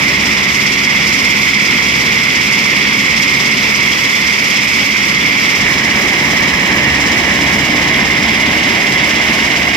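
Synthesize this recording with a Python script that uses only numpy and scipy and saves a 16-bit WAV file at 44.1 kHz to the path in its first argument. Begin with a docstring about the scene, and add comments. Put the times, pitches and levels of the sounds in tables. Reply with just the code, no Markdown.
"""A pod thresher at work

The machine runs steadily outdoors. Its shaft and blower hum, loose parts clack at fixed points of
each turn, and air puffs once a turn. Pods patter down the sheet-metal chute over the roar of drum
and blower. We listen through two microphones that step back and then round the chute."""
import sys
import numpy as np
from scipy import signal
from scipy.fft import rfft, irfft
from scipy.io import wavfile
from scipy.ndimage import uniform_filter1d, minimum_filter1d

SR = 44100
rng = np.random.default_rng(int(sys.argv[2]) if len(sys.argv) > 2 else 0)


def output_pcm(signal):
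    """Save a mono or channel-first signal as 16-bit PCM at the path in sys.argv[1].

    Samples are clipped to [-1, 1] before scaling.
    """
    pcm = np.clip(np.atleast_2d(signal).T, -1, 1) * 32767
    wavfile.write(sys.argv[1], SR, np.round(pcm).astype(np.int16))


N = 430416
SECONDS = np.arange(N) / SR
HZ = np.maximum(np.fft.rfftfreq(N, 1 / SR), 1)
SHAFT_TURNS_PER_S = 17.192
SPOTS = [0, 1, 2]   # where we stand: close, back, aside

# The notes of each spinning part: (waves per turn [count], level close [dB], back [dB], aside [dB])
SHAFT_NOTES = [(4, -40, -34.5, -34.5), (5, -52, -46, -46), (7, -52, -43, -43), (8, -34, -32.5, -33.5),
               (10, -44, -37, -37), (11, -45, -44, -44), (12, -30.5, -37, -37), (13, -36, -36, -36),
               (14, -45, -41, -41), (15, -41, -46, -46), (16, -33, -34.5, -35), (17, -50, -38, -38)]
BLOWER_NOTES = [(1, -44, -38, -38), (8, -48, -36, -37), (9, -43, -48, -48), (28, -54, -35, -36)]

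def hum(spot):
    """The main shaft holds its speed; the belt-driven blower wanders a little and slows."""
    shaft = tones(SHAFT_NOTES, SHAFT_TURNS_PER_S * SECONDS, spot, waver_db=1.2)
    blower_turns_per_s = (39.0 - .08 * SECONDS) * (1 + .0015 * drift(1.5))
    blower_turns = np.cumsum(blower_turns_per_s) / SR
    return shaft + tones(BLOWER_NOTES, blower_turns, spot, waver_db=1.5)


# The knocks in one turn: (point in the turn [0-1], ring level [dB], tick level [dB])
KNOCKS = [(.03, -1, -6), (.26, -0.5, -16), (0.328, -17, -4), (.38, 0, -10.5), (.5, -5.5, -12),
          (.59, -8, 1.5), (0.669, -1, -18), (.76, -7, -6), (.86, -10, -6.5), (0.958, -4, -5.5)]
# How the ring and the tick are spread from low to high: (pitch [Hz], level [dB])
RING_COLOUR = [(500, -17.5), (1000, -6), (2100, -3), (2700, -9), (3300, -32)]
TICK_COLOUR = [(1800, -24), (2700, -5.5), (4000, -7.5), (5500, -15.5), (8000, -37)]

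def clacks():
    """Loose parts knock: each hit rings the metal casing and gives a brighter tick."""
    ring = sum(each_turn(at, db, rise_s=.00087, fall_s=.0029, spread_db=3.2, jitter_s=.00017)
               for at, db, _ in KNOCKS)
    tick = sum(each_turn(at, db, rise_s=.001, fall_s=.0032, spread_db=1.4, jitter_s=.0004)
               for at, _, db in KNOCKS)
    return shaped_noise(ring, RING_COLOUR) + shaped_noise(tick, TICK_COLOUR)


# The high hiss of the air: (pitch [Hz], level [dB])
PUFF_COLOUR = [(2000, -17.5), (3300, -10.5), (5200, -3.5), (10000, -2), (12500, -10)]

def air_puffs():
    """Air hisses out once a turn, slowly growing stronger and weaker."""
    puffs = each_turn(at=.31, level_db=0, rise_s=.007, fall_s=.019, spread_db=1.0, jitter_s=.0008)
    return shaped_noise(puffs * from_db(0.82 * drift(2.3)), PUFF_COLOUR)


# The bright click of a pod: (pitch [Hz], level [dB])
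POD_COLOUR = [(500, -14), (1500, -14.5), (4000, -12.5), (9000, -5), (14000, -20)]

def falling_pods():
    """Pods land on the chute at random, in loose clumps; each makes a short dry click."""
    pods_per_s = 2500 * from_db(2.5 * drift(6.0))
    landings = rng.random(N) < pods_per_s / SR
    strength_db = 2.3 * np.minimum(rng.exponential(1, N), 4)   # many soft, a few loud
    clicks = fade(landings * from_db(strength_db) + 1e-18, time_s=.0016)
    return shaped_noise(clicks, POD_COLOUR)


# The roar, before casing and microphones shape it: (pitch [Hz], level [dB])
ROAR_COLOUR = [(30, 5.5), (300, -1.5), (700, -0.5), (2000, -1.5), (3300, -4.5), (5200, -3.5), (8500, -2.5),
               (11000, 6), (13000, 0)]

def roar():
    """Drum and blower make a broad rushing noise that wavers slightly."""
    return shaped_noise(from_db(.5 * drift(3.8) + 0.41 * drift(8.5)), ROAR_COLOUR)


# What reaches the microphones at each spot: (pitch [Hz], left level [dB], right level [dB])
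HEARD_CLOSE = [(45, -67, -69), (120, -53.5, -54.5), (211, -43.5, -48), (327, -51, -49.5), (483, -51.5, -56),
               (715, -55, -61), (1000, -52.5, -54), (1470, -54.9, -53.5), (1614, -55.5, -54.5),
               (2142, -45, -36), (2706, -50.5, -46), (3250, -49.5, -53), (4240, -57, -57.5),
               (5220, -53.5, -51.5)]
HEARD_BACK = [(44.7, -56, -57), (120, -51, -51), (209, -41.5, -41.5), (337, -46, -46), (490, -51.5, -52),
              (700, -51.5, -53), (930, -52, -49.5), (1490, -56, -55.5), (1740, -49.5, -44),
              (2050, -46, -40), (2610, -56, -46.0), (3280, -50, -51.5), (4340, -56.5, -58.5),
              (5200, -56, -55.5)]
HEARD_ASIDE = [(45, -60.0, -58.5), (120, -50, -50), (210, -40.5, -42.5), (320, -46, -46),
               (486, -49.5, -54.5), (694, -51, -51), (1000, -52.5, -53.5), (1410, -54, -55),
               (1750, -49.5, -46), (2170, -44.0, -37), (2500, -56, -44), (3300, -48.5, -49),
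               (4280, -59.5, -60.5), (5000, -56.5, -55)]
HEARD_HIGHS = [(6770, -61.5, -61), (8400, -70, -70.5), (11370, -83.5, -87.5), (11950, -81.5, -72),
               (12800, -71.5, -80), (14800, -75.5, -73.5)]   # the same at every spot
# Where the casing rings: (pitch [Hz], width [Hz], boost close [dB], back [dB], aside [dB])
CASING_RINGS = [(69, 18, 5, 7.5, 5), (307.5, 19, -1, 4.5, 5), (391.6, 13, 3.5, 0, 5.5),
                (578, 14, 1.5, 5, 1), (634, 130, -1, 0, 1.5), (715, 10, -0.5, 3, 6),
                (770, 90, -2, -0.2, -0.5), (962, 19, -2, 3.5, 7), (1078, 14, 2, -1, 4.5),
                (1132, 10, 5, 5, 2), (1170, 12, 2, 1, 5), (1390, 12, 2.5, -5, -5), (1906, 25, 3, 5.5, -2),
                (2046, 31, 3, 2.5, 5), (2123, 24, 4, 2, 5), (2263, 37, 3.5, 7.5, 0.5),
                (2856, 25, 0.5, 8, 6.5), (2970, 15, 2, 1, 2), (3240, 28, 4.5, 2, -2), (3330, 22, 6.5, 7, 7),
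                (3460, 23, 5.5, 6, 0), (3420, 200, 2, -5.5, -2.5), (3650, 150, -1.5, -3, 1),
                (4050, 30, 5, 4, 4), (4360, 230, -0.5, -6, 1), (4690, 45, 7, 0, 1), (4850, 30, 2, -5, 8.5),
                (5110, 94, 3, 1, 6.5), (5300, 190, 1.5, 4.5, 2.5)]
# How well left and right match: (pitch [Hz], likeness close [0-1], back [0-1], aside [0-1],
# left's head start close [radians], back [radians], aside [radians])
EAR_MATCH = [(45, .92, .97, .95, 0, 0, 0), (210, .98, .98, .98, .1, .1, .1),
             (320, .9, .96, .96, .1, -.2, -.1), (480, .75, .7, .8, 1.2, .7, 1.2),
             (700, .66, .84, .85, .7, -.1, .2), (1000, .4, .4, .3, 1.2, .6, 1.1),
             (1400, .62, .25, .2, 1.9, 1.3, 1.8), (1750, .65, .84, .84, 1.9, 1.2, 1.6),
             (2130, .82, .86, .88, 1.5, 1.4, 1.4), (2600, .74, .3, .55, .3, 2.8, 0),
             (3300, .54, .3, .5, 0, -.1, -.4), (4200, .35, .4, .54, -.5, .2, -.1),
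             (5200, .35, .4, .4, -1.1, -.8, .8), (6500, .25, .25, .36, -2.6, 3.1, -2.5),
             (8500, .25, .3, .2, -3.1, -2.9, -3.1), (11000, .07, .07, .09, 0, 0, 0),
             (12000, .25, .3, .2, 0, 0, 0), (15000, .1, .1, .1, 0, 0, 0)]

def microphones(spectrum, spot):
    """Left hears the direct sound; right hears a shifted share of it plus scattered sound."""
    direct, scattered = spectrum
    heard = (HEARD_CLOSE, HEARD_BACK, HEARD_ASIDE)[spot]
    left_db, right_db = over_pitch(list(heard) + list(HEARD_HIGHS))
    match = np.array(EAR_MATCH)
    alike = match[:, 1 + spot] * np.exp(-1j * match[:, 4 + spot])
    real, imag = over_pitch(np.c_[match[:, 0], alike.real, alike.imag])
    shared = real + 1j * imag
    right = shared * direct + np.sqrt(1 - abs(shared) ** 2) * scattered
    casing_db = sum(db[spot] / (1 + (2 * (HZ - hz) / width) ** 2) for hz, width, *db in CASING_RINGS)
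    return irfft(from_db(casing_db + [left_db, right_db]) * [direct, right], N) * np.sqrt(SR / 2)


def tones(notes, turns, spot, waver_db):
    """Pure notes that follow a spinning part; how loud each is depends on where we stand."""
    out = 0
    for (multiple, *levels_db), start in zip(notes, rng.random(len(notes))):
        gain = np.interp(spot, SPOTS, from_db(levels_db)) * from_db(waver_db * drift(2.5))
        out = out + np.sqrt(2) * gain * np.sin(2 * np.pi * (round(multiple) * turns + start))
    return out


def each_turn(at, level_db, rise_s, fall_s, spread_db, jitter_s):
    """A loudness curve that rises and dies once a turn, a little different every time."""
    turns = np.arange(int(N / SR * SHAFT_TURNS_PER_S) + 1)
    time_luck, level_luck = rng.standard_normal((len(turns), 2)).T
    start_s = (turns + at) / SHAFT_TURNS_PER_S + jitter_s * time_luck
    starts = np.maximum((start_s * SR).astype(int), 0)
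    hits = np.full(N + SR, 1e-18)
    hits[starts] = from_db(level_db + spread_db * level_luck)
    return fade(fade(hits, rise_s), fall_s)[:N]


def fade(hits, time_s):
    """Give every hit a tail that dies away."""
    return signal.lfilter([1], [1, -np.exp(-1 / (time_s * SR))], hits)


def shaped_noise(loudness, colour):
    """Two noises, direct and scattered, that follow a loudness curve; given pitch by pitch (a spectrum)."""
    return rfft(unit_level(loudness) * rng.standard_normal((2, N))) * from_db(over_pitch(colour)[0])


def drift(rate_hz):
    """A smooth random wobble, about 1 in size; a higher rate wobbles faster."""
    step, warm_up = 40, 2000
    pole = np.exp(-2 * np.pi * rate_hz * step / SR)
    noise = rng.standard_normal(N // step + warm_up + 2)
    slow = signal.lfilter([1], [1, -2 * pole, pole * pole], noise)[warm_up:]
    return np.interp(np.arange(N) / step, np.arange(len(slow)), unit_level(slow))


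def over_pitch(rows):
    """Join a table's points into curves that cover every pitch."""
    hz, *columns = np.transpose(rows)
    return [np.interp(np.log(HZ), np.log(hz), column) for column in columns]


def unit_level(x):
    """Scale a signal so its typical size (rms) is 1."""
    return x / np.sqrt(np.mean(x ** 2) + 1e-20)


def from_db(db):
    """Turn decibels into a number to multiply by."""
    return 10 ** (np.asarray(db) / 20)


# Our walk round the chute: (time [s], spot [0 close, 1 back, 2 aside])
WALK_PATH = [(0, 0.21), (.8, 0.021), (4.6, 0.018), (5.57, 0), (5.63, .75), (6.3, 0.73), (6.9, 1.07),
             (8.4, 2), (9.76, 1.8)]
# How the bass swells and dips: (time [s], level [dB])
BASS_SWELL = [(0, 1.5), (.6, -0.5), (3.3, 0.5), (4.6, -2.5), (5.3, 2), (5.8, -1.5), (8.3, .5), (9.76, -3)]
# Small boosts to the treble and to the whole sound: (close [dB], back [dB], aside [dB])
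TREBLE_BOOST = (0.26, -2.5, -1.1)
OVERALL_BOOST = (0.05, 0.7, -0.13)

def scene():
    """The whole machine, blended from spot to spot as we walk."""
    spot = np.clip(np.interp(SECONDS, *np.transpose(WALK_PATH)), 0, 2)
    machine = roar() + clacks() + air_puffs() + falling_pods()
    out = sum(np.clip(1 - abs(spot - k), 0, 1) * microphones(machine, k) for k in SPOTS)
    treble = signal.sosfilt(signal.butter(2, 4000, "high", fs=SR, output="sos"), out)
    treble_db = np.interp(spot, SPOTS, TREBLE_BOOST) + 1.3 * drift(9.8)   # the treble flickers
    out += (from_db(treble_db) - 1) * treble
    out += hum(spot) * from_db([[.8], [-.8]])   # a little louder on the left
    bass = signal.sosfilt(signal.butter(1, 400, fs=SR, output="sos"), out)
    bass_db = np.interp(SECONDS, *np.transpose(BASS_SWELL))
    out += (from_db(bass_db) - 1) * bass
    return from_db(np.interp(spot, SPOTS, OVERALL_BOOST)) * out


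def record(dry):
    """The deepest bass and highest treble are cut, and the volume ducks around the loudest peaks."""
    low_cut_hz, high_cut_hz = 52, 15450
    duck_above, hold_samples = 0.86, int(0.0034 * SR)
    x = signal.sosfilt(signal.butter(4, low_cut_hz, "high", fs=SR, output="sos"), dry)
    peak = np.abs(x).max(axis=0) + 1e-9
    gain = minimum_filter1d(np.minimum(1, duck_above / peak) ** 0.62, size=hold_samples)
    x = x * uniform_filter1d(gain, size=hold_samples)
    return signal.sosfilt(signal.ellip(14, .5, 90, high_cut_hz, fs=SR, output="sos"), x)


dry = scene()
out = record(dry)
output_pcm(out)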